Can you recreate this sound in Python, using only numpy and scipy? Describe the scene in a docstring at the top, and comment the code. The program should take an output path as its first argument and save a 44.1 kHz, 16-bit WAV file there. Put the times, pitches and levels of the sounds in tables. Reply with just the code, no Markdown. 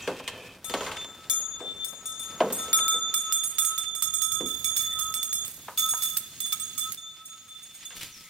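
"""A faint hoarse squeal fades while hooves knock and shuffle on poles: goats clamber out of a log pen.
A small bell then jingles on the neck of one goat and sinks in pitch as it gathers speed towards the forest.
The bell is a sum of decaying modes struck afresh by each blow; knocks are noise through wood resonances.
Shuffling and rustling leaves are random grains, small birds are gliding sines, rumble and hush are noise.
The microphone pair is mono below about 2 kHz."""
import sys
import numpy as np
from scipy import signal
from scipy.fft import rfft, irfft, next_fast_len
from scipy.io import wavfile
from scipy.ndimage import uniform_filter1d

SR = 44100
rng = np.random.default_rng(int(sys.argv[2]) if len(sys.argv) > 2 else 0)


def dump(signal):
    """Clip the signal to [-1, 1] and save it as 16-bit WAV at the path in sys.argv[1]."""
    limited = np.clip(np.atleast_2d(signal).T, -1, 1)
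    pcm = np.round(limited * 32767).astype(np.int16)
    wavfile.write(sys.argv[1], SR, pcm)


N = 365834
TIME = np.arange(N) / SR

# blows of the clapper, the dullest of which only swell the ring; levels before trim:
# start_s, strike_tone_db, brightness_db (top modes over the strike tone), click_db
STRIKES = [(0.644, -42, 7.5, -31.5), (0.957, -40, -14, -65), (1.298, -30, 6.5, -19), (1.589, -35, -23, -75),
           (1.731, -28.5, -27.5, -75), (1.845, -45, 10.5, -26.5), (2.056, -43, 12, -36),
           (2.194, -41, 6.5, -50), (2.525, -48.5, 21, -24), (2.587, -37.5, 6, -43), (2.73, -25.5, 6, -12),
           (2.881, -27, 1, -21), (3.14, -30.5, 7, -16.5), (3.324, -32.5, 8.5, -17.5), (3.436, -42, 17, -27),
           (3.584, -28.5, 7.5, -14.5), (3.648, -37, 14, -23.5), (3.778, -31.5, -1, -23.5),
           (3.95, -35.5, 4, -31.5), (4.023, -32.5, 7, -15.5), (4.137, -34, 8, -30),
           (4.218, -32.5, 10, -19.5), (4.318, -30.5, 5, -30), (4.459, -31.5, -3.5, -45),
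           (4.644, -30, 3.5, -20.5), (4.764, -27, -1, -20), (4.923, -33, -9, -38), (4.989, -37, 9.5, -25),
           (5.14, -31.5, -0.5, -18.5), (5.229, -37.5, 6, -23), (5.328, -33.5, 9, -23),
           (5.449, -54.5, 14, -26.5), (5.775, -24.5, -7.5, -19), (5.888, -34, 9.5, -43),
           (6.022, -36.5, 7.5, -19.5), (6.169, -48.5, 11.5, -16.5), (6.403, -35, 1.5, -25.5),
           (6.459, -40.5, 6.5, -27), (6.523, -20, -13, -16.5), (6.536, -42.5, -1, -50),
           (6.598, -42, 11.5, -37), (6.778, -34.5, 6, -34), (6.921, -64, 10, -23.5),
           (6.972, -39.5, -10.5, -61), (7.254, -48, 6, -58), (7.483, -44, -10.5, -53.5),
           (7.626, -48.5, 2.5, -56), (7.744, -52.5, 7.5, -58), (7.851, -46, 5.5, -54)]
# modes of the bell, many in close pairs: pitch_hz, level_db (within the mode's family), t60_s
BELL_MODES = [(1296.6, -1, 1.46), (1304.5, -4.5, 7), (2320, -22, 0.13), (3552, -20, 2.6),
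              (3552, -1.5, 1.33), (5560, 1, 0.18), (6728, -0.5, 6), (6694, 11, 0.8), (7960, -60, .2),
              (8202, 0, 0.33), (8380, 2, 0.18), (8760, -4.5, 0.17), (9057, -3, 0.43), (9520, -15, 0.11),
              (9750, -52, 0.12), (10740, 2.5, 0.26), (11500, -7, 0.15), (11610, 0.5, 0.11),
              (12400, -0.5, 0.31), (12400, -26, 0.21), (13930, -18, 0.2), (14370, -12, 0.047),
              (15200, -8.5, 0.11), (15300, 0, 0.14)]


def amp(db):
    """Decibels to gain."""
    return np.exp(np.asarray(db) * (np.log(10) / 20))


def unit(x):
    """Scales to rms 1."""
    return x / np.sqrt(np.mean(np.abs(x) ** 2) + 1e-20)


def curve(rows):
    """A breakpoint control, read at every sample."""
    return np.interp(TIME, *np.transpose(rows))


def read(points, hz):
    """Reads a spectrum, straight between its points on a log-frequency axis."""
    point_hz, value = np.transpose(points)
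    return np.interp(np.log(hz + 1), np.log(point_hz + 1), value)


def add(mix, s, sound):
    """Mixes a sound in at time s."""
    part = mix[..., max(round(s * SR), 0):][..., :sound.shape[-1]]
    part += sound[..., :part.shape[-1]]


def shaped(x, gain):
    """Filters x by gain, a function of frequency."""
    size = next_fast_len(x.shape[-1], True)
    spectrum = rfft(x, size) * gain(np.fft.rfftfreq(size, 1 / SR))
    return irfft(spectrum, size)[..., :x.shape[-1]]


def resonant(modes, hz):
    """Response of a body: broad, with resonances standing out."""
    return 1 + sum(amp(db) / (1 + 2j * (hz - mode_hz) / width) for mode_hz, width, db in modes)


def drift(rate, size=N):
    """Smooth random wander of rms about 1, with rate new values a second."""
    at = np.arange(size) * rate / SR
    return 1.2 * np.interp(at, np.arange(2048), rng.standard_normal(2048))


def panned(db):
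    """Gains of left and right, db apart, at equal total power."""
    gains = amp([[db / 2], [-db / 2]])
    return unit(gains)


def bearing(s):
    """Channel gains for the belled goat's place at time s."""
    # where the belled goat is: time_s, left_over_right_db
    places = [(0.65, 9.5), (0.73, 4.5), (1.78, 6.5), (4.01, -11), (5.67, -4.5), (6.91, -7.5), (6.97, -2),
              (8.23, -3.5), (8.3, -4)]
    return panned(np.interp(s, *np.transpose(places)))


def distance_run():
    """Metres the belled goat has run away, at every sample: its speed summed over time."""
    # pace of the belled goat: time_s, speed_m_per_s
    pace = [(0, 0.5), (2.85, 0), (3.2, 2), (3.7, 1), (4.2, 4), (4.7, 4.5), (5.8, 4.5), (6.8, 6), (7.0, 0.5),
            (8.3, 4.5)]
    return np.cumsum(curve(pace)) / SR


def family_levels(s, tone_db, bright_db):
    """A harder blow lifts the upper families of modes more than the low ones."""
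    # mode families from hum to top: offset_db (against the strike tone), brightness_share
    families = [(1, 0.2), (0.5, 0.027), (-1, 0.57), (1, 0.81), (-3, 1)]
    # extra level of the lowest family, the hum: time_s, level_db
    hum_curve = [(0.65, -4.5), (1.3, -20), (1.85, -15.5), (2.1, -8), (2.9, -5.5), (4.1, -10), (4.8, -20),
                 (4.99, -0.5), (5.14, -20), (5.9, -7.5), (6.4, -16.5), (6.8, -9), (7.48, -5), (7.65, -17)]
    offset_db, share = np.transpose(families)
    is_hum = np.arange(len(families)) == 0
    hum_db = np.interp(s, *np.transpose(hum_curve)) * is_hum
    return tone_db + offset_db + share * bright_db + hum_db


def bell(bell_db=-1.0, blow_spread_db=2, phase_spread_rad=0.75, scatter_near=0.73, scatter_per_m=0.082,
         flutter_hz=22, scatter_rise_s=0.025, contact_s=0.00068, soft_rise=1.33):
    """Each blow stops the old ring and starts a new one; scatter from the swinging bell makes modes flutter."""
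    # borders between the families of modes: pitch_hz
    family_edges = [2000, 4500, 7200, 10000]
    # how far the left channel leads the right: pitch_hz, phase_rad
    left_phase = [(0, 13.5), (3500, -0.32), (4700, -2), (6500, -1.5), (8200, -2), (10700, -1.5),
                  (13000, -4.5), (15500, -5.5)]
    hz, mode_db, t60 = np.transpose(BELL_MODES)[:, :, None]
    family = np.searchsorted(family_edges, hz[:, 0])
    run_m = distance_run()
    heard_time = TIME - run_m / 343  # the growing path delays the sound and so lowers its pitch
    step = 32  # samples between the points of the slow controls
    # flutter_hz holds at 7 kHz: the higher the mode, the faster the bell's motion makes it flutter
    smoothing = [signal.butter(2, flutter_hz * f / 7000, fs=SR / step) for f in hz[:, 0]]
    out = np.zeros((2, N))
    ends = [row[0] for row in STRIKES[1:]] + [TIME[-1]]
    for (s, tone_db, bright_db, _), end in zip(STRIKES, ends):
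        clock = heard_time[round(s * SR):round((end + .03) * SR)]
        t = np.arange(len(clock)) / SR
        slow_t = t[::step]
        blow, phase_error, start_turn = rng.standard_normal((3, len(hz), 1))

        # where the clapper lands decides how a family's energy is shared among its modes
        share = amp(mode_db + blow_spread_db * blow)
        share = share / np.sqrt(np.bincount(family, share[:, 0] ** 2))[family, None]
        family_db = family_levels(s, tone_db, bright_db)[family, None]
        level = share * amp(family_db - 60 * slow_t / t60)

        # more of the sound comes by scattered paths at high pitch and from far away
        scatter = (scatter_near + scatter_per_m * run_m[round(s * SR)]) * (hz / 8000) ** 0.12
        scatter = scatter * (1 - np.exp(-slow_t / scatter_rise_s))  # the direct sound arrives first
        chance = rng.standard_normal((len(hz), 1024, 2)) @ [1, 1j]
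        flutter = np.array([unit(signal.lfilter(*ba, z)) for ba, z in zip(smoothing, chance)])
        flutter = flutter[:, -level.shape[1]:]
        swell = (level * (1 + scatter * flutter) / np.sqrt(1 + scatter ** 2)).astype(np.complex64)
        swell = uniform_filter1d(np.repeat(swell, step, 1), step, 1)[:, :len(t)]

        angle = (2 * np.pi * ((hz * clock + start_turn) % 1)).astype(np.float32)
        modes = swell * (np.cos(angle) + 1j * np.sin(angle))
        lead_rad = read(left_phase, hz) + phase_spread_rad * phase_error
        lead = np.exp(1j * lead_rad).astype(np.complex64)
        ring = np.array([(modes * lead).sum(0), modes.sum(0)]).real

        # a dull touch builds up more slowly; the next blow cuts the ring off
        rise_s = contact_s * amp(-soft_rise * min(bright_db, 0))
        contact = (1 - np.exp(-t / rise_s)) * np.exp(-np.maximum(t - (end - s), 0) / .003)
        add(out, s, np.sqrt(2) * ring * contact * bearing(s))
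    return amp(bell_db) * out


def clapper(click_db=2.0, rattle_db=-7, click_s=0.0014, rebound_s=0.018, buzz_width_hz=80, wall_db=33):
    """The hard click of metal on metal, then a buzz as the clapper rebounds and half damps the wall."""
    # when the goat bounds, the clapper rolls round the wall: start_s, level_db (before trim), decay_s
    rolls = [(4.461, -31.5, 0.36), (4.767, -20.5, 0.083), (4.991, -28, 0.08), (5.448, -32, .13),
             (5.776, -20.5, 0.2), (5.891, -40, 0.16), (6.022, -19.5, 0.082), (6.778, -23.5, 0.048)]
    click, rattle, t = np.zeros((2, N)), np.zeros((2, N)), np.arange(13000) / SR
    for s, _, _, force_db in STRIKES:
        noise = rng.standard_normal((2, len(t)))
        add(click, s, amp(force_db) * bearing(s) * noise * np.exp(-t / click_s))
    buzzes = [(s, force_db, rebound_s) for s, _, _, force_db in STRIKES]
    for s, force_db, decay_s in buzzes + rolls:
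        noise = rng.standard_normal((2, len(t)))
        rebounds = unit(noise * amp(4 * drift(400, size=len(t))))
        add(rattle, s, amp(force_db) * bearing(s) * rebounds * np.exp(-t / decay_s))
    # colour of the metal contact: (pitch_hz, level_db)
    colour = [(300, -37.0), (1200, -8), (3000, -4.0), (5500, -2.5), (9000, -13), (12000, -4.5), (16000, -5.0)]
    # the rebounds sound through the upper modes of the wall, which stand well clear of the hiss between them
    wall = [(hz, buzz_width_hz, wall_db + db * .7) for hz, db, _ in BELL_MODES if hz > 7000]
    click = shaped(click, lambda hz: amp(read(colour, hz)))
    rattle = shaped(rattle, lambda hz: unit(amp(read(colour, hz)) * resonant(wall, hz)))
    return amp(click_db) * click + amp(rattle_db) * rattle


def echoes(x):
    """Paths by way of trees ahead shorten as the goat runs, so they ring sharper and beat with the direct sound."""
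    # echoes of the bell: starting_delay_s, catch_up_share (of the run), level_db
    paths = [(.014, 0.151, -9), (.038, 0.606, -4.5), (.067, 1.1, -18), (.105, 1.495, -23)]
    run_s = distance_run() / 343  # the run as travel time of sound
    out = np.zeros((2, N))
    for delay, share, db in paths:
        for side in range(2):
            jitter_s = rng.normal(0, .00006)
            echo_time = TIME - delay + share * run_s + jitter_s
            out[side] += amp(db) * np.interp(echo_time, TIME, x[side])
    return out


def knocks(tail_db=-19, tail_t60=0.21, bass_fall=1.22):
    """A hoof strikes the poles, whose resonances colour the noise; the loose stack rattles on briefly."""
    # hoof knocks, snaps and steps, before the trims of each band:
    # start_s, level_db, strongest_pitch_hz, fall_db_per_octave (above that pitch), t60_s
    blows = [(0.075, -28.5, 520, 5.5, 0.15), (0.198, -41, 660, 6.5, 0.081), (0.277, -36.5, 2500, 4, 0.13),
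             (0.332, -47.5, 503, 4.5, 0.87), (0.696, -47, 3080, -1, 0.15), (0.738, -29, 650, 4, 0.14),
             (0.807, -32.5, 805, 7, 0.21), (0.863, -36.5, 1200, 5.5, .4), (0.968, -40, 2800, 10, 0.077),
             (0.915, -39.5, 1500, 4.5, 0.31), (1.045, -48.5, 1300, 3.5, 0.042),
             (1.602, -40.5, 440, 6.5, 0.38), (1.929, -52, 700, 8, .12), (2.404, -18, 560, 9, 0.14),
             (2.455, -32.5, 420, 16, 0.13), (2.502, -35.5, 400, 5, 0.15), (2.679, -40.5, 447, 13, 0.14),
             (2.789, -42.5, 1800, 4, 0.11), (2.939, -45, 403, 4.5, 0.17), (4.404, -34.5, 275, 6.5, 0.15),
             (5.682, -35.5, 990, 13, 0.074), (5.935, -37.5, 1060, 16.5, 0.053),
             (7.904, -50.5, 2290, 5, 0.43), (8.012, -39, 3060, 14, .38)]
    # bands with their own level and decay: low_hz, high_hz
    bands_hz = [(160, 420), (390, 760), (810, 1600), (1600, 3400), (3700, 9000), (9000, 15500)]
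    # resonances of the dry poles: pitch_hz, width_hz, level_db (above the dense wood modes)
    poles = [(267, 31, 9.5), (368, 13.7, -2), (520, 65, 16), (659, 87, 10), (1010, 300, 8), (1593, 7.3, 11),
             (2086, 180, 4), (2980, 1350, 3.5)]
    band_life = [2.4, 0.96, 1.06, 0.43, 0.6, 0.6]  # multiplies both t60s
    band_trim_db = [-1.8, 0.31, -1.0, 1.4, 1.9, -5]
    out, t = np.zeros((2, N)), np.arange(15000) / SR
    centre_hz = np.sqrt(np.prod(bands_hz, axis=1))
    filters = [signal.butter(4, band, "band", fs=SR, output="sos") for band in bands_hz]
    for s, peak_db, peak_hz, fall_db, t60 in blows:
        octaves = np.log2(centre_hz / peak_hz)
        # the spectrum falls bass_fall times more steeply below its peak than above
        band_db = peak_db - fall_db * np.maximum(octaves, -bass_fall * octaves)
        wood = shaped(rng.standard_normal((3, len(t))), lambda hz: resonant(poles, hz))
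        wood = wood[0] + 0.74 * wood[1:]  # partly shared by the channels
        for db, band, life, trim_db in zip(band_db, filters, band_life, band_trim_db):
            decay = amp(-60 * t / (t60 * life)) + amp(tail_db - 60 * t / (tail_t60 * life))
            part = signal.sosfilt(band, wood * decay)
            onset = part[:, :1323].std()  # the first 30 ms set the level
            add(out, s, amp(db + trim_db) * part / onset)
    return out


def grainy(colour, grain_db, grain_rate, clump_db, apart):
    """Many small contacts, grain_rate a second on average, clumped in time and given a colour."""
    shared, left, right = rng.standard_normal((3, N))
    size = amp(grain_db * np.minimum(rng.exponential(1, N), 5))
    size = size * (rng.random(N) < grain_rate / SR)
    grains = (shared + apart * np.array([left, right])) * size
    return unit(shaped(grains * amp(clump_db * drift(45)), colour))


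def hooves(shuffle_db=7, rustle_db=8):
    """Dull shuffling on wood and earth, and crackling litter and grass, both built from random grains."""
    # shuffling hooves: time_s, level_db (before trim)
    shuffle_level = [(0.0, -55), (0.21, -60), (0.64, -61), (0.85, -52.5), (1.04, -61), (1.38, -61),
                     (1.76, -63.5), (2.24, -60.5), (2.43, -52.5), (2.58, -50), (3.23, -63), (4.27, -68),
                     (4.5, -63), (6.86, -71), (7.09, -72.5), (8.3, -78.5)]
    # colour of the shuffle: pitch_hz, level_db
    shuffle_colour = [(20, -37), (60, -10.5), (120, -3), (250, -0.5), (500, -3), (900, -5.5), (1500, -6),
                      (3000, -17), (8000, -22)]
    # rustling litter and grass: time_s, level_db (before trim)
    rustle_level = [(0.0, -54.5), (0.67, -67), (0.83, -47.5), (1.04, -63), (1.91, -67), (2.63, -56.5),
                    (2.96, -64.5), (3.49, -58.5), (4.06, -67), (4.5, -66.5), (6.79, -66.5), (7.09, -68.5),
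                    (7.63, -63), (8.3, -62.5)]
    # colour of the rustle: pitch_hz, level_db
    rustle_colour = [(200, -8.5), (700, -13), (1500, -3.5), (2600, 2), (4500, -1.5), (8000, -6),
                     (12000, -14), (16000, -19)]
    shuffle = grainy(lambda hz: amp(read(shuffle_colour, hz)), 1.6, 2500, 1.47, 0.21)
    rustle = grainy(lambda hz: amp(read(rustle_colour, hz)), 0.9, 5000, 3.3, 0.93)
    shuffle = shuffle * amp(curve(shuffle_level) + shuffle_db)
    return shuffle + rustle * amp(curve(rustle_level) + rustle_db)


def scrapes(scrape_db=-2, rise_s=0.05, fall_s=0.035):
    """Each drag of a foot swells, holds and dies away; wood sounds duller than leaves."""
    # a foot drags over wood or through dry leaves: start_s, hold_s, level_db (before trim), treble_edge_hz
    drags = [(0.725, 0.28, -45, 3950), (2.499, 0.082, -50, 5000), (3.511, 0.11, -62, 8000),
             (7.653, 0.38, -60, 14000), (7.981, .06, -38, 14000), (8.101, 0.16, -50.5, 14000)]
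    # colour of the scrape: pitch_hz, level_db
    scrape_colour = [(200, 1), (700, -12), (1500, -8), (2600, 1), (6000, -4), (13000, -4.5)]
    grains = grainy(lambda hz: amp(read(scrape_colour, hz)), 2.4, 3000, 2.0, 0.55)
    out, t = np.zeros((2, N)), TIME[:SR]
    for s, hold, db, edge_hz in drags:
        drag = np.minimum(t / rise_s, 1) * np.exp(-np.maximum(t - rise_s - hold, 0) / fall_s)
        piece = grains[:, rng.integers(N - SR):][:, :SR]
        rub = shaped(piece, lambda hz: 1 / np.hypot(1, (hz / edge_hz) ** 2))
        add(out, s - rise_s, amp(db + scrape_db) * drag * unit(rub))
    return out


def squeal(squeal_db=-1):
    """Fuzzy resonances, slow noise carried on each pitch, that glide together."""
    # fading level of the squeal: time_s, level_db (before trim)
    squeal_level = [(0, -41.5), (.15, -49.5), (.33, -45), (0.431, -49), (.52, -50), (.58, -60), (.63, -90)]
    # its resonances: pitch_hz (before the glide), width_hz, level_db (against each other)
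    squeal_modes = [(1780, 61, -6), (2536, 240, 2), (3120, 120, -3), (3500, 480, -8)]
    # common glide: time_s, pitch_ratio
    glide = [(0, 1.02), (.3, 1.01), (.42, .975), (.55, .985)]
    s, db = np.transpose(squeal_level)
    t = TIME[:round(s[-1] * SR)]
    glided_time = np.cumsum(curve(glide)[:len(t)]) / SR
    sound = 0
    for hz, width, mode_db in squeal_modes:
        chance = rng.standard_normal((len(t), 2)) @ [1, 1j]
        fuzz = signal.lfilter(*signal.butter(2, width / 2, fs=SR), chance)
        sound = sound + amp(mode_db) * (unit(fuzz) * np.exp(2j * np.pi * hz * glided_time)).real
    out = np.zeros((2, N))
    add(out, 0, unit(sound) * amp(np.interp(t, s, db) + squeal_db))
    return out


def birds(waver=0.01):
    """Thin whistles that glide quickly and then hold, roughened on their way through the leaves."""
    # assorted calls: start_s, length_s, start_hz, end_hz, level_db (before the mix)
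    calls = [(0.018, 0.016, 9000, 5800, -36), (1.046, 0.068, 7350, 7340, -49),
             (1.17, 0.18, 7500, 7450, -60), (2.12, 0.016, 4690, 6230, -44), (4.81, 0.073, 1760, 1860, -51),
             (4.893, 0.081, 1970, 1790, -49.5), (8.098, 0.11, 6600, 5100, -46),
             (8.237, 0.064, 2080, 2175, -50.5)]
    # one small bird repeats a rising chirp: start_s, level_db (before the mix)
    chirps = [(1.408, -53), (1.574, -51), (1.684, -54), (1.961, -57), (2.1, -56)]
    chirp_s, chirp_start_hz, chirp_end_hz = 0.07, 7500, 7800
    chirp_calls = [(s, chirp_s, chirp_start_hz, chirp_end_hz, db) for s, db in chirps]
    out = np.zeros((2, N))
    for s, length, start_hz, end_hz, db in calls + chirp_calls:
        u = np.linspace(0, 1, round(length * SR))  # progress through the call
        hz = end_hz + (start_hz - end_hz) * (1 - u) ** 2
        hz = hz * (1 + waver * drift(171, size=len(u)))
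        rough = unit(1 + drift(500, size=len(u)))
        whistle = np.sin(np.pi * u) * np.sin(2 * np.pi * np.cumsum(hz) / SR)
        add(out, s, amp(db) * rough * whistle * panned(1.3))
    return out


def rumble(rumble_db=-1):
    """Faint lumpy low noise, alike in both channels."""
    # level of the rumble: time_s, level_db (before trim)
    rumble_level = [(0, -54), (.9, -61), (1.3, -60), (3.8, -66.5), (4.45, -54.5), (5.3, -59), (6.8, -73),
                    (7.05, -77), (8.3, -100.5)]
    # colour: (pitch_hz, level_db)
    colour = [(20, -22), (55, -4.5), (90, 0.0), (140, -3), (250, -11.5), (600, -49), (2000, -70)]
    lumps = rng.standard_normal(N) * amp(2.5 * drift(12))
    return amp(curve(rumble_level) + rumble_db) * unit(shaped(lumps, lambda hz: amp(read(colour, hz))))


def forest():
    """The hush of the hillside: wide noise, hollow around 800 Hz, that swells and then drops back."""
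    # colour of the hush: pitch_hz, level_db
    hush_colour = [(20, -38), (50, -2.5), (100, 9), (200, 10), (400, -4), (800, -57), (1600, -3),
                   (2500, -2.5), (4000, 1.5), (5200, -1.5), (8000, 1.5), (12000, -4), (16000, -1)]
    # level of the hush: time_s, level_db
    hush_level = [(0, -72), (6.9, -44.5), (7.05, -57.5), (8.3, -54)]
    noise = rng.standard_normal((3, N))
    hush = unit(shaped(noise[0] + 2.3 * noise[1:], lambda hz: amp(read(hush_colour, hz))))
    return amp(curve(hush_level) + 0.2 * drift(3)) * hush


def outdoors(x, t60_low, t60_high):
    """Diffuse scatter from the pen, the ground and the trees: sparse random taps, t60 set by pitch."""
    size = 26000
    taps = rng.standard_normal((2, size)) * (rng.random((2, size)) < .06)
    hz, t, z = signal.stft(taps, SR, nperseg=256)
    t60 = read([(300, t60_low), (12000, t60_high)], hz)[:, None]
    decaying = z * amp(-60 * t / t60) * np.minimum(t / 0.012, 1)
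    tail = signal.istft(decaying, SR, nperseg=256)[1]
    return signal.fftconvolve(x, tail / np.linalg.norm(tail[0]), axes=1)[:, :N]


def scene():
    """Bell, hooves and birds in the open, over the forest."""
    ring, wood, song = bell(), knocks(), birds()
    jingle = ring + clapper()
    jingle = jingle + echoes(ring) + amp(-15) * outdoors(jingle, 1.0, 0.23)
    wood = wood + amp(-11.5) * outdoors(wood, 0.4, 0.15)
    song = amp(-3) * song + amp(-2) * outdoors(song, .4, .3)
    return jingle + wood + song + squeal() + hooves() + scrapes() + forest() + rumble()


def record(dry, mono_hz=2300, edge_hz=15850):
    """The microphone pair merges the lows to mono; then a low-pass sets the band limit."""
    mid, side = (dry[0] + dry[1]) / 2, (dry[0] - dry[1]) / 2
    side = shaped(side, lambda hz: 0.0048 + 1 / (1 + (mono_hz / (hz + 1)) ** 5))
    low_pass = signal.firwin(255, edge_hz, window=("kaiser", 8), fs=SR)
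    return signal.oaconvolve(np.array([mid + side, mid - side]), low_pass[None], "same", axes=1)


dry = scene()
out = record(dry)
dump(out)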